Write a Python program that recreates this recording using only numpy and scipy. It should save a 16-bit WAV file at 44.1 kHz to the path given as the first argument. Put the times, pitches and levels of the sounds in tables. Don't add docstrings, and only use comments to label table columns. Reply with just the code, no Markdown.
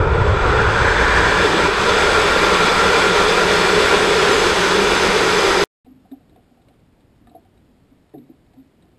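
import sys
import numpy as np
from scipy import signal
from scipy.fft import rfft, irfft
from scipy.io import wavfile
from scipy.ndimage import uniform_filter1d

SR = 44100
rng = np.random.default_rng(int(sys.argv[2]) if len(sys.argv) > 2 else 0)


def generate_wav(sig):
    pcm = np.round(np.clip(np.atleast_2d(sig).T, -1, 1) * 32767).astype(np.int16)
    wavfile.write(sys.argv[1], SR, pcm)


def voltage_ratio(level):
    return 10 ** (np.asarray(level, float) / 20)


N = 396302

# frequency_hz, density_db (per Hz)
SHAKE_SPECTRUM = [(12, -45.5), (20, -12), (49, -13.5), (137, -20.5), (190, -9.5), (252, -15.5), (416, -4.5),
                  (686, -10), (1410, -8.5), (1630, -10.5), (3450, -18), (7950, -30), (12000, -44),
                  (14400, -47)]
# pitch_hz, width_hz, height_db
HULL_MODES = [(612.4, 54, 7.5), (648, 163, -5.5), (983, 160, 4.5), (1385, 90.7, 6), (1534, 360, 1.5),
              (1880, 67, 2.5), (2368, 140, 6.5), (3070, 190, -2), (3340, 188, 5), (3524, 120, 9),
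              (3910, 230, 4), (4030, 124, 3), (4100, 200, -3.5), (4368, 140, 5.5), (4550, 180, 0.5),
              (4870, 300, 5.5), (5240, 200, 5.5), (5854, 500, -5), (6090, 350, 6), (6620, 150, 2),
              (7050, 200, -2), (7710, 150, 4), (7850, 160, 6.5), (8270, 630, 2.5), (9044, 190, 2),
              (9250, 600, -3), (9841, 197, -4), (11200, 400, -0.5), (11600, 440, 4)]
# frequency_hz, share_of_brightness (ratio)
BRIGHTENING = [(900, 0), (1500, 0.12), (2100, .62), (2500, 0.55), (5000, 1.16), (8000, 1.1), (11000, 1.77),
               (14500, 1.7)]
# frequency_hz, density_db (per Hz)
RUMBLE_SPECTRUM = [(8.8, -39), (15, -3), (53, 1), (92, 1), (182, -13), (220, -33.5), (290, -53),
                   (480, -120)]
# pitch_factor (ratio), width_hz, level_db
BOOM_MODES = [
    (0.999, 80, 2),
    (1.1, 70, -1.5),
    (.87, 41, -5.5),
]
# time_s, pitch_hz
BOOM_PITCH = [(0, 435), (1.5, 425), (3, 433), (4, 408), (5.64, 406)]
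# time_s, resonance_share (ratio)
CONTRAST = [(0, 1.15), (3, 1.05), (4.5, .8), (5.64, .7)]
# time_s, gain_db
SAG = [
    (1.66, 0.5),
    (1.71, -3),
    (1.79, -1.5),
    (1.805, 0.5),
]
# start_s, end_s, first_hz,
# last_hz, level_db
WAVERING_TONES = [(1.1, 2.0, 181, 177, -32), (2.0, 6.2, 176, 189, -34.5), (3.3, 6.4, 411, 410, -26.5),
                  (-.1, .5, 87, 95, -23), (.45, .95, 108, 114, -26), (-.2, 1.5, 63, 57, -28)]
# start_s, end_s, first_hz, last_hz, level_db
HOWL = [
    (.2, 1.5, 1330, 1700, -21),
    (.75, 1.75, 1650, 1720, -23),
]
# start_s, end_s, first_hz, last_hz, level_db
LOCKED_HOWL = [(1.7, 4.2, 1380, 1400, -27.5)]
# start_s, end_s, first_hz, last_hz, level_db
WHISTLE = [
    (.55, 1.8, 5450, 8000, -49),
    (1.95, 2.65, 9900, 12200, -57),
    (2.55, 3.1, 12200, 13800, -66),
    (4.2, 6.4, 6150, 6160, -41),
    (4.6, 6.4, 5000, 5010, -40),
]
# start_s, end_s, first_hz, last_hz, level_db
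GUST = [(1.4, 1.68, 335, 324, -26)]
HOWL_WIDTH_HZ, LOCKED_WIDTH_HZ, WHISTLE_WIDTH_HZ, GUST_WIDTH_HZ = 360, 55, 300, 60
# frequency_hz, empty_share (ratio)
ROAR_GAPS = [(13900, 0), (14200, .15), (14500, .75), (14900, 1)]
# frequency_hz, empty_share (ratio)
COAST_GAPS = [(12400, 0), (12900, .15), (14800, .35), (15200, .9), (15400, 1)]
# time_s, low_hz, high_hz
UNLIKE_PATCHES = [(.9, 6300, 8300), (2.87, 5100, 6300), (2.87, 8300, 10400), (4.17, 8900, 11000),
                  (4.195, 4100, 5200), (4.195, 8300, 12500), (4.24, 6300, 7600), (4.335, 5100, 9000),
                  (4.335, 9600, 11800), (4.4, 5100, 6300), (4.98, 5600, 6900), (5.38, 8900, 10400),
                  (5.38, 11700, 13200), (5.61, 4600, 5700)]
# time_s, peak_db
AFTERCLICKS = [
    (5.6458, -41.5),
    (5.6546, -46),
]
# frequency_hz, density_db (per Hz)
HISS_SPECTRUM = [(8.8, -48), (15, -18), (75, -1.5), (185, -7), (268, -4.5), (399, -11.5), (430, -13),
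                 (672, -17.5), (1030, -24), (1220, -25), (3740, -31.5), (5700, -35), (7410, -68),
                 (12500, -120)]
# time_s, peak_db, pitch_hz
THUDS = [(5.907, -40, 263), (6.046, -50, 184), (6.362, -53, 248), (6.509, -51, 242), (6.698, -53, 250),
         (6.771, -57, 253), (6.953, -55, 153), (7.209, -52, 288), (7.276, -47, 234), (7.307, -47, 281),
         (7.345, -44, 302), (7.772, -57.5, 261), (7.917, -49.5, 255), (8.142, -34, 307), (8.171, -33, 267),
         (8.194, -36.5, 244), (8.298, -39.5, 246), (8.828, -52.5, 153)]
# time_s, peak_db, pitch_hz
SLOW_BEAT_THUDS = [
    (5.867, -42, 256.5),
    (8.575, -39, 262),
]
# time_s, peak_db, pitch_hz
BUMPS = [(5.865, -53, 458), (6.115, -45, 376), (6.373, -53, 476), (7.348, -46, 450), (8.14, -36, 410),
         (8.175, -41, 407), (8.215, -54, 385), (8.292, -57, 441)]
# time_s, peak_db, pitch_hz
KNOCKS = [(5.865, -49.5, 756), (6.055, -51, 759), (6.117, -49, 637), (6.134, -45, 770), (6.208, -58, 703),
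          (6.324, -56, 670), (6.362, -47, 740), (6.389, -52, 694), (6.514, -57, 760), (6.574, -55, 756),
          (6.596, -55, 760), (6.62, -59, 729), (6.685, -54, 576), (6.707, -53, 720), (7.273, -47, 711),
          (7.315, -48.5, 700), (7.351, -35.5, 735), (7.361, -39, 677), (7.455, -52.5, 766),
          (7.571, -61, 681), (7.785, -61, 692), (8.142, -44, 552), (8.153, -40, 692), (8.292, -57, 711),
          (8.471, -61.5, 777), (8.538, -55, 708), (8.552, -56, 750), (8.845, -56, 700)]
# time_s, peak_db, pitch_hz, t60_s, twin_share (ratio)
SWELLS = [(6.117, -28.5, 258, .17, .99), (5.95, -45, 262, .3, .3), (8.3, -39, 320, .08, .3),
          (8.145, -46, 140, .7, .2), (8.143, -55, 1750, .03, .6), (8.143, -46, 770, .12, .2),
          (7.273, -55, 1200, .08, .4), (7.273, -56, 1750, .06, .4), (6.117, -58, 1750, .03, .6),
          (6.686, -58, 2200, .04, .4)]
# time_s, peak_db, pitch_hz, crack_db (above the tick)
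TICKS = [(5.8464, -65, 3740, -3), (5.8633, -63, 3990, -2.5), (5.9975, -64, 3603, -9),
         (6.1167, -50, 3750, -5), (6.2968, -57.5, 3860, -7), (6.3602, -60, 3630, 2),
         (6.6191, -61, 3736, -5), (6.686, -59, 4010, 2), (6.7413, -66, 3690, 2), (6.8022, -71, 3940, -1),
         (7.0067, -63, 3690, 0), (7.2716, -59, 3810, 1.5), (7.2966, -55, 3970, -8.5),
         (7.3534, -60.5, 3915, -3), (7.4502, -69, 3990, 5.5), (7.5774, -60, 3890, -4),
         (8.0933, -63.5, 3800, -0.5), (8.1396, -64, 3644, 3.5), (8.1826, -56, 3820, -4),
         (8.4654, -64.5, 3860, 0), (8.5348, -63.5, 4010, 2), (8.5986, -64.5, 3860, -4),
         (8.6749, -71.5, 3830, -1), (8.8246, -55, 3830, -7)]

DULL_DB, OPEN_S, BRIGHT_DB, BRIGHT_DB_PER_S, FULL_BRIGHT_DB = -14.8, .72, -4.7, .66, -3
SHAKE_DB, SHAKE_LAG_DB, SHAKE_BUILD_S, SHAKE_DB_PER_S = -19.5, -6, .8, -.6
RUMBLE_FAR_DB, RUMBLE_NEAR_DB, PAD_S, CLIMB_S = -38, 20, .55, 1.2
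BOOM_DB, BOOM_DB_PER_S, LULL_S, LULL_WIDTH_S, LULL_DB = -24.5, .7, 1.22, .25, -6
EDGE_SHARE, EDGE_S = .3, .4
UNLIKE_DB = -2
CUT_S, COAST_S = 5.6388, 5.846
CUT_STEP_DB, CUT_STEP_S = -10, .0002
HISS_DB, OWN_NOISE_DB = -55.5, -25
HOLD_HZ = 48000 / 4 / 1.001
LEAD_S = .003
# (t60 s, share of the twin mode, twin offset Hz)
THUD_RING, BUMP_RING, KNOCK_RING = (.21, .68, 30), (.12, .42, 40), (.1, .58, 65)
SLOW_BEAT_RING = (.26, .6, 15)
SWELL_SPLIT = .09


def evened(x):
    return x / np.sqrt(np.mean(np.abs(x) ** 2) + 1e-20)


def read(points, hz):
    f, value = np.transpose(points)
    return np.interp(np.log(hz + 1), np.log(f + 1), value)


def curves(rows, t):
    s, *columns = np.transpose(rows)
    return [np.interp(t, s, c) for c in columns]


def add(mix, s, sound):
    part = mix[round(s * SR):][:len(sound)]
    part += sound[:len(part)]


def bell(f, hz, width):
    return 1 / (1 + (2 * (f - hz) / width) ** 2)


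def share(power):
    return power / power.sum(axis=0, keepdims=True)


def grid(size, seconds):
    hop = size // 4
    frames = int(seconds * SR) // hop + 5
    return np.fft.rfftfreq(size, 1 / SR)[:, None], np.arange(frames) * hop / SR


def noise(power, patchy_db, flicker_db, size):
    real, imaginary, patches = rng.standard_normal(power.shape[::-1] + (3,)).T
    patches = uniform_filter1d(patches, size=9, axis=0)
    patches = evened(uniform_filter1d(patches, size=15, axis=1))
    flicker = evened(uniform_filter1d(rng.standard_normal(power.shape[1]), size=5))
    z = (real + 1j * imaginary) * evened(voltage_ratio(patchy_db * patches + flicker_db * flicker))
    overlap = size * 3 // 4
    white = signal.istft(z / np.sqrt(len(z)), nperseg=size, noverlap=overlap)[1]
    shaped = signal.istft(z * np.sqrt(power), nperseg=size, noverlap=overlap)[1][:N]
    return shaped / np.sqrt(np.mean(white ** 2))


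def bass_cut(x):
    return signal.sosfilt(signal.butter(2, 16, "high", fs=SR, output="sos"), x)


def starved(x, empty, frames):
    f, t, z = signal.stft(x, SR, nperseg=1024)
    luck = rng.random((len(t) // frames + 1, len(f) // 4 + 1)).T
    luck = luck.repeat(4, axis=0).repeat(frames, axis=1)
    kept = luck[:len(f), :len(t)] > read(empty, f)[:, None]
    return signal.istft(z * kept, SR, nperseg=1024)[1][:len(x)]


def flight(t):
    shake_db = SHAKE_DB + SHAKE_LAG_DB * np.exp(-t / SHAKE_BUILD_S) + SHAKE_DB_PER_S * t
    bright_db = BRIGHT_DB + DULL_DB * np.exp(-t / OPEN_S) + BRIGHT_DB_PER_S * t
    rumble_db = RUMBLE_FAR_DB + RUMBLE_NEAR_DB * np.exp(-np.maximum(t - PAD_S, 0) / CLIMB_S)
    boom_db = BOOM_DB + BOOM_DB_PER_S * t + LULL_DB * bell(t, LULL_S, LULL_WIDTH_S)
    return shake_db, bright_db, rumble_db, boom_db


def hull_shake(f, t, shake_db, bright_db):
    modes_db = sum(db * bell(f, hz, width / 2) for hz, width, db in HULL_MODES)
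    hull_db = read(SHAKE_SPECTRUM, f) + curves(CONTRAST, t)[0] * modes_db
    hull_db -= 4.0 * (f > 11900)
    power = voltage_ratio(hull_db) ** 2
    power = power / np.sum(power * ((f > 600) & (f < 1250)), axis=0)
    return power * voltage_ratio(shake_db + (bright_db - FULL_BRIGHT_DB) * read(BRIGHTENING, f)) ** 2


def ground_rumble(f, rumble_db):
    return share(voltage_ratio(read(RUMBLE_SPECTRUM, f)) ** 2 * (f < 230)) * voltage_ratio(rumble_db) ** 2


def casing_boom(f, t, boom_db):
    pitch_hz = curves(BOOM_PITCH, t)[0]
    boom = sum(voltage_ratio(db) ** 2 * bell(f, k * pitch_hz, width) ** 2 for k, width, db in BOOM_MODES)
    return share(boom) * voltage_ratio(boom_db) ** 2


def glide(row, t):
    start, end, first_hz, last_hz, db = row
    u = np.clip((t - start) / (end - start), 0, 1)
    edge = min(EDGE_SHARE, EDGE_S / (end - start))
    gain = voltage_ratio(db) * np.clip(np.minimum(u, 1 - u) / edge, 0, 1)
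    return first_hz + (last_hz - first_hz) * u, gain


def flow_tones(rows, width_hz, f, t):
    tones = [glide(row, t) for row in rows]
    return sum(gain ** 2 * share(bell(f, hz, width_hz) ** 2) for hz, gain in tones)


def wavering_tone(row, s):
    hz, gain = glide(row, s)
    slow = s[::100]
    wander, swell = (np.interp(s, slow, evened(np.convolve(v, np.hanning(40), "same")))
                     for v in rng.standard_normal((len(slow), 2)).T)
    tone = np.sin(2 * np.pi * np.cumsum(hz * (1 + .045 * wander)) / SR)
    return np.sqrt(2) * tone * gain * voltage_ratio(2.9 * swell)


def roar():
    f, t = grid(size=2048, seconds=5.7)
    shake_db, bright_db, rumble_db, boom_db = flight(t)
    power = hull_shake(f, t, shake_db, bright_db)
    power += ground_rumble(f, rumble_db)
    power += casing_boom(f, t, boom_db)
    power += flow_tones(HOWL, HOWL_WIDTH_HZ, f, t)
    power += flow_tones(LOCKED_HOWL, LOCKED_WIDTH_HZ, f, t)
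    power += flow_tones(WHISTLE, WHISTLE_WIDTH_HZ, f, t)
    power += flow_tones(GUST, GUST_WIDTH_HZ, f, t)
    x = bass_cut(noise(power, patchy_db=0.81, flicker_db=0.5, size=2048))
    s = np.arange(len(x)) / SR
    x = x + sum(wavering_tone(row, s) for row in WAVERING_TONES)
    x = x * voltage_ratio(curves(SAG, s)[0]) * np.clip(s / 0.0014, 0, 1)
    x = 2.5 * np.tanh(x / 2.5)
    x = starved(x, ROAR_GAPS, frames=8)
    return np.pad(x, (0, N))[:N]


def unlike(x):
    out, window = np.zeros(N), np.hanning(2048)
    f = np.fft.rfftfreq(2048, 1 / SR)
    for s, low_hz, high_hz in UNLIKE_PATCHES:
        earlier = x[round(s * SR) - 6144:][:2048] * window
        add(out, s - 1024 / SR, irfft(rfft(earlier) * (f > low_hz) * (f < high_hz)))
    return voltage_ratio(UNLIKE_DB) * out


def cut(x):
    t = np.arange(N) / SR - CUT_S
    smear = voltage_ratio(-34 - 900 * t) * (t < .036)
    out = x * np.where(t < 0, 1, smear)
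    out = out - voltage_ratio(CUT_STEP_DB) * np.exp(np.minimum(t, 0) / CUT_STEP_S) * (t < 0)
    for s, db in AFTERCLICKS:
        add(out, s, voltage_ratio(db) * rng.standard_normal(60) * np.hanning(60))
    return out


def ticks():
    out, t = np.zeros(N), np.arange(1500) / SR
    dull_band = signal.butter(2, [900, 3200], "band", fs=SR)
    cracks = rng.standard_normal((len(TICKS), 1500))
    for (s, db, hz, crack_db), crack in zip(TICKS, cracks):
        crack = evened(signal.lfilter(*dull_band, crack)) * voltage_ratio(-60 * t / .05)
        for factor, size, t60 in ((1, .8, .035), (1.07, .7, .015), (.93, -.6, .015)):
            add(out, s - LEAD_S / 2, voltage_ratio(db + 2.0) * size * ring(hz * factor, t60))
        add(out, s - LEAD_S / 2, voltage_ratio(db + crack_db - 1) * crack * np.clip(t / .001, 0, 1))
    return out


def ring(hz, t60, rise_s=0.0012):
    t = np.arange(int(SR * min(t60, .5))) / SR
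    return voltage_ratio(-60 * t / t60) * (1 - np.exp(-t / rise_s)) * np.sin(2 * np.pi * hz * t)


def loose_parts():
    parts = ((THUDS, THUD_RING), (BUMPS, BUMP_RING), (KNOCKS, KNOCK_RING), (SLOW_BEAT_THUDS, SLOW_BEAT_RING))
    blows = [(*row, *part) for rows, part in parts for row in rows]
    return blows + [(*row, SWELL_SPLIT * row[2]) for row in SWELLS]


def knocks(rows):
    out = np.zeros(N)
    for s, db, hz, t60, twin, split_hz in rows:
        twin_hz = hz - split_hz if 730 < hz < 900 else hz + split_hz
        pair = ring(hz, t60) - np.clip(twin, 0, 1) * ring(twin_hz, t60)
        add(out, s - LEAD_S, voltage_ratio(db) * pair / np.abs(pair).max())
    return out


def held(x):
    x = signal.sosfilt(signal.butter(8, 5600, fs=SR, output="sos"), x)
    mirrored = x * (1 + 2 * np.cos(2 * np.pi * HOLD_HZ * np.arange(N) / SR))
    return irfft(rfft(mirrored) * np.sinc(np.fft.rfftfreq(N, 1 / SR) / HOLD_HZ), N)


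def coast():
    f, t = grid(size=1024, seconds=N / SR)
    lumpy_db = .3 + 1.2 * bell(f, 0, 1600)
    power = share(voltage_ratio(read(HISS_SPECTRUM, f)) ** 2 + 0 * t)
    hiss = noise(power, patchy_db=lumpy_db, flicker_db=-0.2, size=1024)
    hiss = bass_cut(hiss) * voltage_ratio(HISS_DB)
    out = hiss + knocks(loose_parts()) + ticks()
    mid = starved(held(out), COAST_GAPS, frames=3)
    return mid, voltage_ratio(OWN_NOISE_DB) * held(hiss[::-1])


def scene():
    coasting = np.clip((np.arange(N) / SR - COAST_S) / .002, 0, 1)
    burn = roar()
    coast_mid, coast_side = coast()
    mid = cut(burn) + coast_mid * coasting
    side = unlike(burn) + coast_side * coasting
    return np.array([mid + side, mid - side])


def band_limit(x):
    return signal.sosfilt(signal.butter(12, 15710, fs=SR, output="sos"), x)


def record(dry):
    return band_limit(dry)


dry = scene()
out = record(dry)
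generate_wav(out)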